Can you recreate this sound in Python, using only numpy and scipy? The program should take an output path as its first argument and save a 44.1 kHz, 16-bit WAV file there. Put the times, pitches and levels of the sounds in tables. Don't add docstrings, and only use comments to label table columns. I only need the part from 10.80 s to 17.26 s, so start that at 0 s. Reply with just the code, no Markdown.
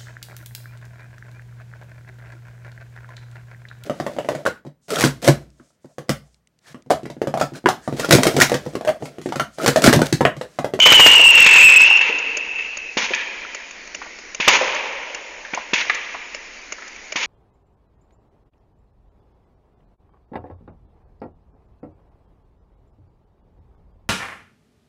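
import sys
import numpy as np
from scipy import signal
from scipy.fft import rfft, irfft, next_fast_len
from scipy.io import wavfile
from scipy.ndimage import uniform_filter1d

SR = 44100
rng = np.random.default_rng(int(sys.argv[2]) if len(sys.argv) > 2 else 0)


def attenuation_scalar(level_db):
    decades = np.asarray(level_db, float) / 20
    return 10 ** decades


def int16_out(signal):
    q = np.round(np.clip(np.atleast_2d(signal).T, -1, 1) * 32767)
    wavfile.write(sys.argv[1], SR, q.astype(np.int16))


N = 284886

# frequency in Hz, density in dB per Hz.
BLAST_SPECTRUM = [(100, -18), (200, -23), (400, -15.5), (520, -11.5), (720, -17), (950, -5.5), (1200, -12),
                  (1700, -6.5), (2300, 0.5), (2800, -2.5), (3900, -10), (5200, -10), (6700, -8),
                  (7300, -14.5)]


def evened(x):
    return x / np.sqrt(np.mean(x ** 2) + 1e-20)


def read(points, hz):
    f, value = np.transpose(points)
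    return np.interp(np.log(hz + 1), np.log(f + 1), value)


def add(mix, s, sound):
    part = mix[round(s * SR):][:len(sound)]
    part += sound[:len(part)]


def colour(x, points):
    hz = np.fft.rfftfreq(len(x), 1 / SR)
    return irfft(rfft(x) * attenuation_scalar(read(points, hz)), len(x))


def curve(rows):
    s, *columns = np.transpose(rows)
    t = np.arange(N) / SR
    return [np.interp(t, s, c) for c in columns], np.clip((s[-1] - t) * 20, 0, 1)


def resonate(x, hz, rough):
    poles = np.exp(-np.pi * np.array([60, 350]) / SR)
    narrow, wide = [evened(signal.lfilter([1], np.poly([r, r]), x, axis=1)) for r in poles]
    share = np.clip(rough, 0, 1)
    a, b = np.sqrt(1 - share) * narrow + np.sqrt(share) * wide[::-1, ::-1]
    phase = 2 * np.pi * np.cumsum(hz) / SR
    return a * np.cos(phase) + b * np.sin(phase)


def night():
    # frequency in Hz, density in dB per Hz.
    night_spectrum = [(12, -12.5), (25, 2), (42, -7), (70, -11.5), (100, -29.5), (140, -24.5), (200, -10),
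                      (295, -6.5), (440, -6.5), (1170, -12.5), (2230, .5), (3400, -13.5), (6610, -10),
                      (7300, -11.5)]
    level_db, patch_db = -37.5, 1.6
    frames, hz = N // 1024 + 5, np.fft.rfftfreq(4096, 1 / SR)
    a, b, patches = rng.standard_normal((frames, 2049, 3)).T
    patches = uniform_filter1d(patches, size=48, axis=0)
    patches = evened(uniform_filter1d(patches, size=3, axis=1))
    z = (a + 1j * b) * attenuation_scalar(read(night_spectrum, hz)[:, None] + patch_db * patches)
    noise = signal.istft(z, nperseg=4096, noverlap=3072)[1][:N]
    return attenuation_scalar(level_db) * evened(noise)


def ticks():
    # first tick in seconds, number of ticks.
    tick_runs = [(1.1697, 3), (2.3462, 9), (5.9215, 2)]
    # start in seconds, peak in dB.
    faint_ticks = [(1.386, -17), (2.9077, -24.5), (3.0724, -26), (3.3858, -25.5), (6.078, -24.5),
                   (6.1592, -28.5)]
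    # lowest frequency in Hz, relative level in dB, t60 in seconds.
    shell_modes = [(600, -9, .022), (1500, -16, .008), (2300, -2, .012), (2700, -2, .012),
                   (3600, -11, .006), (4600, -8, .007), (5400, -4, .008), (6100, -1, .009), (6700, 0, .009)]
    period_s, steady_db, spread_db = .3999, -13.5, .8
    t, out = np.arange(2000) / SR, np.zeros(N)
    steady = [(first + k * period_s, steady_db + spread_db * rng.standard_normal())
              for first, count in tick_runs for k in range(count)]
    u = np.arange(900) / 105
    high_pass = signal.butter(2, 450, "high", fs=SR)
    for s, peak_db in steady + faint_ticks:
        ring = sum(attenuation_scalar(db - 60 * t / t60) * np.sin(2 * np.pi * hz * rng.uniform(1.0, 1.05) * t)
                   for hz, db, t60 in shell_modes)
        rattle = rng.standard_normal(900) * u * np.exp(-u)
        tick = signal.lfilter(*high_pass, signal.fftconvolve(rattle, ring))
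        add(out, s, attenuation_scalar(peak_db) * tick / abs(tick).max())
    return out


def crackle():
    # time in seconds, level in dB.
    crackle_course = [(0.0, -10.5), (0.16, -18), (0.34, -37), (0.58, -23.5), (0.74, -16.5), (1.02, -37),
                      (1.4, -43.5)]
    cracks_per_s = 400
    (level_db,), on = curve(crackle_course)
    size = attenuation_scalar(2.6 * np.minimum(rng.exponential(1, N), 5))
    cracks = size * (rng.random(N) < cracks_per_s / SR)
    puff = rng.standard_normal(256) * np.exp(-np.arange(256) / 40)
    sound = colour(signal.oaconvolve(cracks, puff)[:N], BLAST_SPECTRUM)
    return attenuation_scalar(level_db) * on * evened(sound)


def surroundings(x):
    # frequency in Hz, t60 in seconds.
    roll_decay = [(200, 1.2), (530, 2.82), (1400, 2.1), (2600, 2.4), (4500, 1.29), (7000, 1.27)]
    # delay in seconds, spread in seconds, height above the cloud in dB.
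    walls = [(0.052, 0.0091, 4.9), (.075, 0.013, 7.2)]
    near_db, near_s = 10.5, 0.031
    early_bass_db, early_bass_hz = -2, 1300
    hz, t, z = signal.stft(rng.standard_normal(2 * SR), SR, nperseg=256)
    lumps = uniform_filter1d(rng.standard_normal(z.shape), size=6, axis=0)
    lumps = evened(uniform_filter1d(lumps, size=3, axis=1))
    early_db = near_db * np.exp(-t / near_s)
    early_db = early_db + sum(db * np.exp(-((t - s) / spread) ** 2) for s, spread, db in walls)
    thin_db = early_bass_db / (1 + (hz[:, None] / early_bass_hz) ** 4) * np.exp(-(t / 0.17) ** 4)
    decay_db = -60 * t / read(roll_decay, hz)[:, None]
    tail = signal.istft(z * attenuation_scalar(early_db + thin_db + decay_db + 1.6 * lumps), SR, nperseg=256)[1]
    return signal.fftconvolve(x, tail / np.linalg.norm(tail))[:N]


def knock(noise, peak_db, pitch_hz):
    base_ms, cycles = 4.5, 1.65
    u = np.arange(len(noise)) * 1000 / SR
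    hz = np.fft.rfftfreq(len(noise), 1 / SR)
    band = 1 / (1 + ((hz - pitch_hz) / (.25 * pitch_hz)) ** 2) + 0.095 / (1 + (hz / 3500) ** 2)
    rise = 1 - np.exp(-u * pitch_hz / 1500)
    fall = np.exp(-u / (base_ms + cycles * 1000 / pitch_hz))
    puff = evened(irfft(rfft(noise) * band)) * rise * fall
    ring = np.sin(2 * np.pi * pitch_hz * u / 1000) * np.exp(-u * pitch_hz / 2500)
    sound = puff + 0.38 * ring
    sound = signal.lfilter(*signal.butter(2, .4 * pitch_hz, "high", fs=SR), sound)
    return attenuation_scalar(peak_db) * sound / abs(sound).max()


def bang(noise, peak_db, thump_db, bass_db, treble_db):
    thump_lag_ms, thump_ms = 2.14, 0.49
    rise_ms, fall_ms = 1.37, 5.6
    t = np.arange(len(noise)) / SR
    hz = np.fft.rfftfreq(len(noise), 1 / SR)
    low = 1 / (1 + (hz / 1300) ** 6)
    high = 1 / (1 + (3500 / (hz + 1)) ** 6)
    step = np.maximum(t * 1000 - thump_lag_ms, 0) / thump_ms
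    sound = attenuation_scalar(thump_db) * step * (2 - step) * np.exp(-step)
    click = attenuation_scalar(-17.5) * sound
    for share, db, lag_s in ((low, bass_db, 0), (1 - low - high, 0, .002), (high, treble_db, .003)):
        u = np.maximum(t - lag_s, 0) * 1000
        shape = (1 - np.exp(-u / rise_ms)) * np.exp(-u / fall_ms)
        band = share * attenuation_scalar(read(BLAST_SPECTRUM, hz))
        scatter = attenuation_scalar(db) * evened(irfft(rfft(noise) * band)) * shape / shape.max()
        bare = np.roll(irfft(band), 300)
        sound = sound + scatter
        click = click + bare * np.linalg.norm(scatter) / np.linalg.norm(bare)
    return attenuation_scalar(peak_db) * sound, attenuation_scalar(peak_db) * click


def bangs():
    # start in seconds, level of the middle band in dB, then relative to it the gain
    # of the thump in dB, of the bass in dB and of the treble in dB, and the gain of the echo feed in dB.
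    bang_rows = [(0.059, -1.5, -12, -1.5, -11, -2), (0.1194, -1.5, -12, -1.5, -4.5, -4),
                 (0.195, -2.5, 3, -2, -5.5, -2.5), (0.2612, 3, -18, -4.5, -5, -5.5),
                 (0.3253, -37, 2, -1, 6, 12), (0.5398, -19.5, -9.5, -17, -16, 11),
                 (0.5698, -25.5, -18, -13, -11.5, 23), (0.6606, -2.5, -18, -13.5, -13, 1),
                 (0.7549, -10.5, -18.5, -10, -12.5, 9), (0.8847, -15.5, -4, -12.5, -7, 6.5),
                 (0.9986, -17.5, -15, -12, -3.5, 5.5), (1.2079, -17.5, -16, -11.5, -13, 6),
                 (2.1686, -19, 15.5, -9.5, -1.5, 9), (3.5985, -18.5, 10.5, -11.5, -7, 8),
                 (3.677, -1.5, -2, -4, -3, 0), (4.7335, -22, 12, -2, -18, -1.5),
                 (4.9319, -14.5, 11.5, -10.5, -3.5, 4.5), (6.3555, -21, 9.5, -5, -2, 7),
                 (6.4228, -28, -19, -24, -1, 13.5)]
    # start in seconds, peak in dB,
    # pitch in Hz, gain of the echo feed in dB.
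    knock_rows = [(0.394, -9.5, 527, -11.5), (0.96, -12, 2215, -4), (1.075, -15, 1922, -6),
                  (1.108, -13.5, 1020, 1.5), (1.293, -19, 505.5, 1), (1.787, -19.5, 2120, 1.5),
                  (2.307, -18, 567, -8.5), (2.335, -8, 2244, 1.5), (2.649, -23, 1440, -12),
                  (3.216, -22.5, 1290, -6), (3.223, -23.5, 2150, -3), (3.257, -31, 890, -18),
                  (3.812, -9.5, 550, -1.5), (3.96, -14, 2000, -15), (4.65, -22, 1800, -1),
                  (4.774, -14, 906, -13), (5.066, -28, 593, -9), (5.097, -3.5, 1930, -5.5),
                  (5.345, -19.5, 1040, -8), (5.983, -27, 1480, 2), (6.021, -27, 1700, 0)]
    direct, feeds = np.zeros(N), np.zeros((3, N))
    for k, (s, *blast, echo_db) in enumerate(bang_rows):
        sound, click = bang(rng.standard_normal(4096), *blast)
        add(direct, s, sound)
        add(feeds[k % 3], s, attenuation_scalar(echo_db) * click)
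    for k, (s, *blow, echo_db) in enumerate(knock_rows):
        sound = knock(rng.standard_normal(2048), *blow)
        add(direct, s, sound)
        add(feeds[k % 3], s, attenuation_scalar(echo_db) * sound)
    return direct, feeds


def whistle():
    # time in seconds,
    # pitch in Hz, level in dB, distance between the two strands in Hz.
    whistle_course = [(0.0, 3050, -7.5, 69.94), (0.2, 2928, -3, 110.2), (0.4, 2796, -7, 130.2),
                      (0.52, 2759, -3.5, 60.6), (0.68, 2668, -8, 58.87), (0.82, 2596, -4, 148.9),
                      (0.97, 2621, -4.5, 128.2), (1.05, 2697, -7, 62.34), (1.17, 2722, -11, 59.6),
                      (1.27, 2656, -25.5, 90.6), (1.72, 2653, -32, 70.84), (1.8, 2632, -26.5, 40.3),
                      (2.16, 2577, -37, 38.2)]
    wobble_hz, octave_db = 14, -17.5
    rough_at_0_db, rough_per_db = 0.11, .008
    (hz, level_db, apart_hz), on = curve(whistle_course)
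    wobble = uniform_filter1d(rng.standard_normal(N), size=2500)
    wobble = evened(uniform_filter1d(wobble, size=2500))
    rough = rough_at_0_db - rough_per_db * level_db
    strands = [resonate(rng.standard_normal((2, N)), hz + wobble_hz * wobble + side * apart_hz, rough)
               for side in (-.5, .5)]
    tone = attenuation_scalar(level_db) * on * evened(sum(strands))
    octave = signal.lfilter(*signal.butter(2, 3500, "high", fs=SR), tone ** 2)
    return tone + attenuation_scalar(octave_db) * octave


def scene():
    # frequency in Hz, gain in dB.
    low_cut = [(30, -10.5), (70, -24), (110, -11.5), (220, 0)]
    whistle_echo_db = -10.5
    rocket = whistle()
    direct, feeds = bangs()
    feeds[0] += attenuation_scalar(whistle_echo_db) * rocket
    echoes = sum(surroundings(feed) for feed in feeds)
    sources = rocket + direct + echoes + crackle() + ticks()
    return (colour(sources, low_cut) + night())[None]


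def low_pass(x):
    return signal.sosfilt(signal.butter(12, 16470, fs=SR, output="sos"), x)


def record(dry):
    # frequency in Hz, gain in dB.
    overload_leak = [(6500, -0.5), (8000, -3), (9000, -29.5), (10000, -35.5), (13000, -12.5),
                     (15500, -57.5), (16000, -120)]
    edge_hz, full_scale_db, output_limit_db = 7030, -3.2, -2.7
    blocks = next_fast_len(N // 441 + 1)
    long, short = 441 * blocks, 160 * blocks
    hz = np.fft.rfftfreq(long, 1 / SR)[:short]
    passed = rfft(dry[0], long)[:short] / (1 + (hz / edge_hz) ** 80)
    sampled = irfft(passed[:short // 2 + 1], short) * short / long
    full_scale = attenuation_scalar(full_scale_db)
    cut = np.clip(sampled, -full_scale, full_scale) - sampled
    leak = np.fft.fft(cut) * attenuation_scalar(read(overload_leak, hz)) * long / short
    out = irfft(passed + leak, long)
    limit = attenuation_scalar(output_limit_db)
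    limited = np.clip(out[None, :N], -limit, limit)
    return low_pass(limited)


dry = scene()
out = record(dry)
int16_out(out)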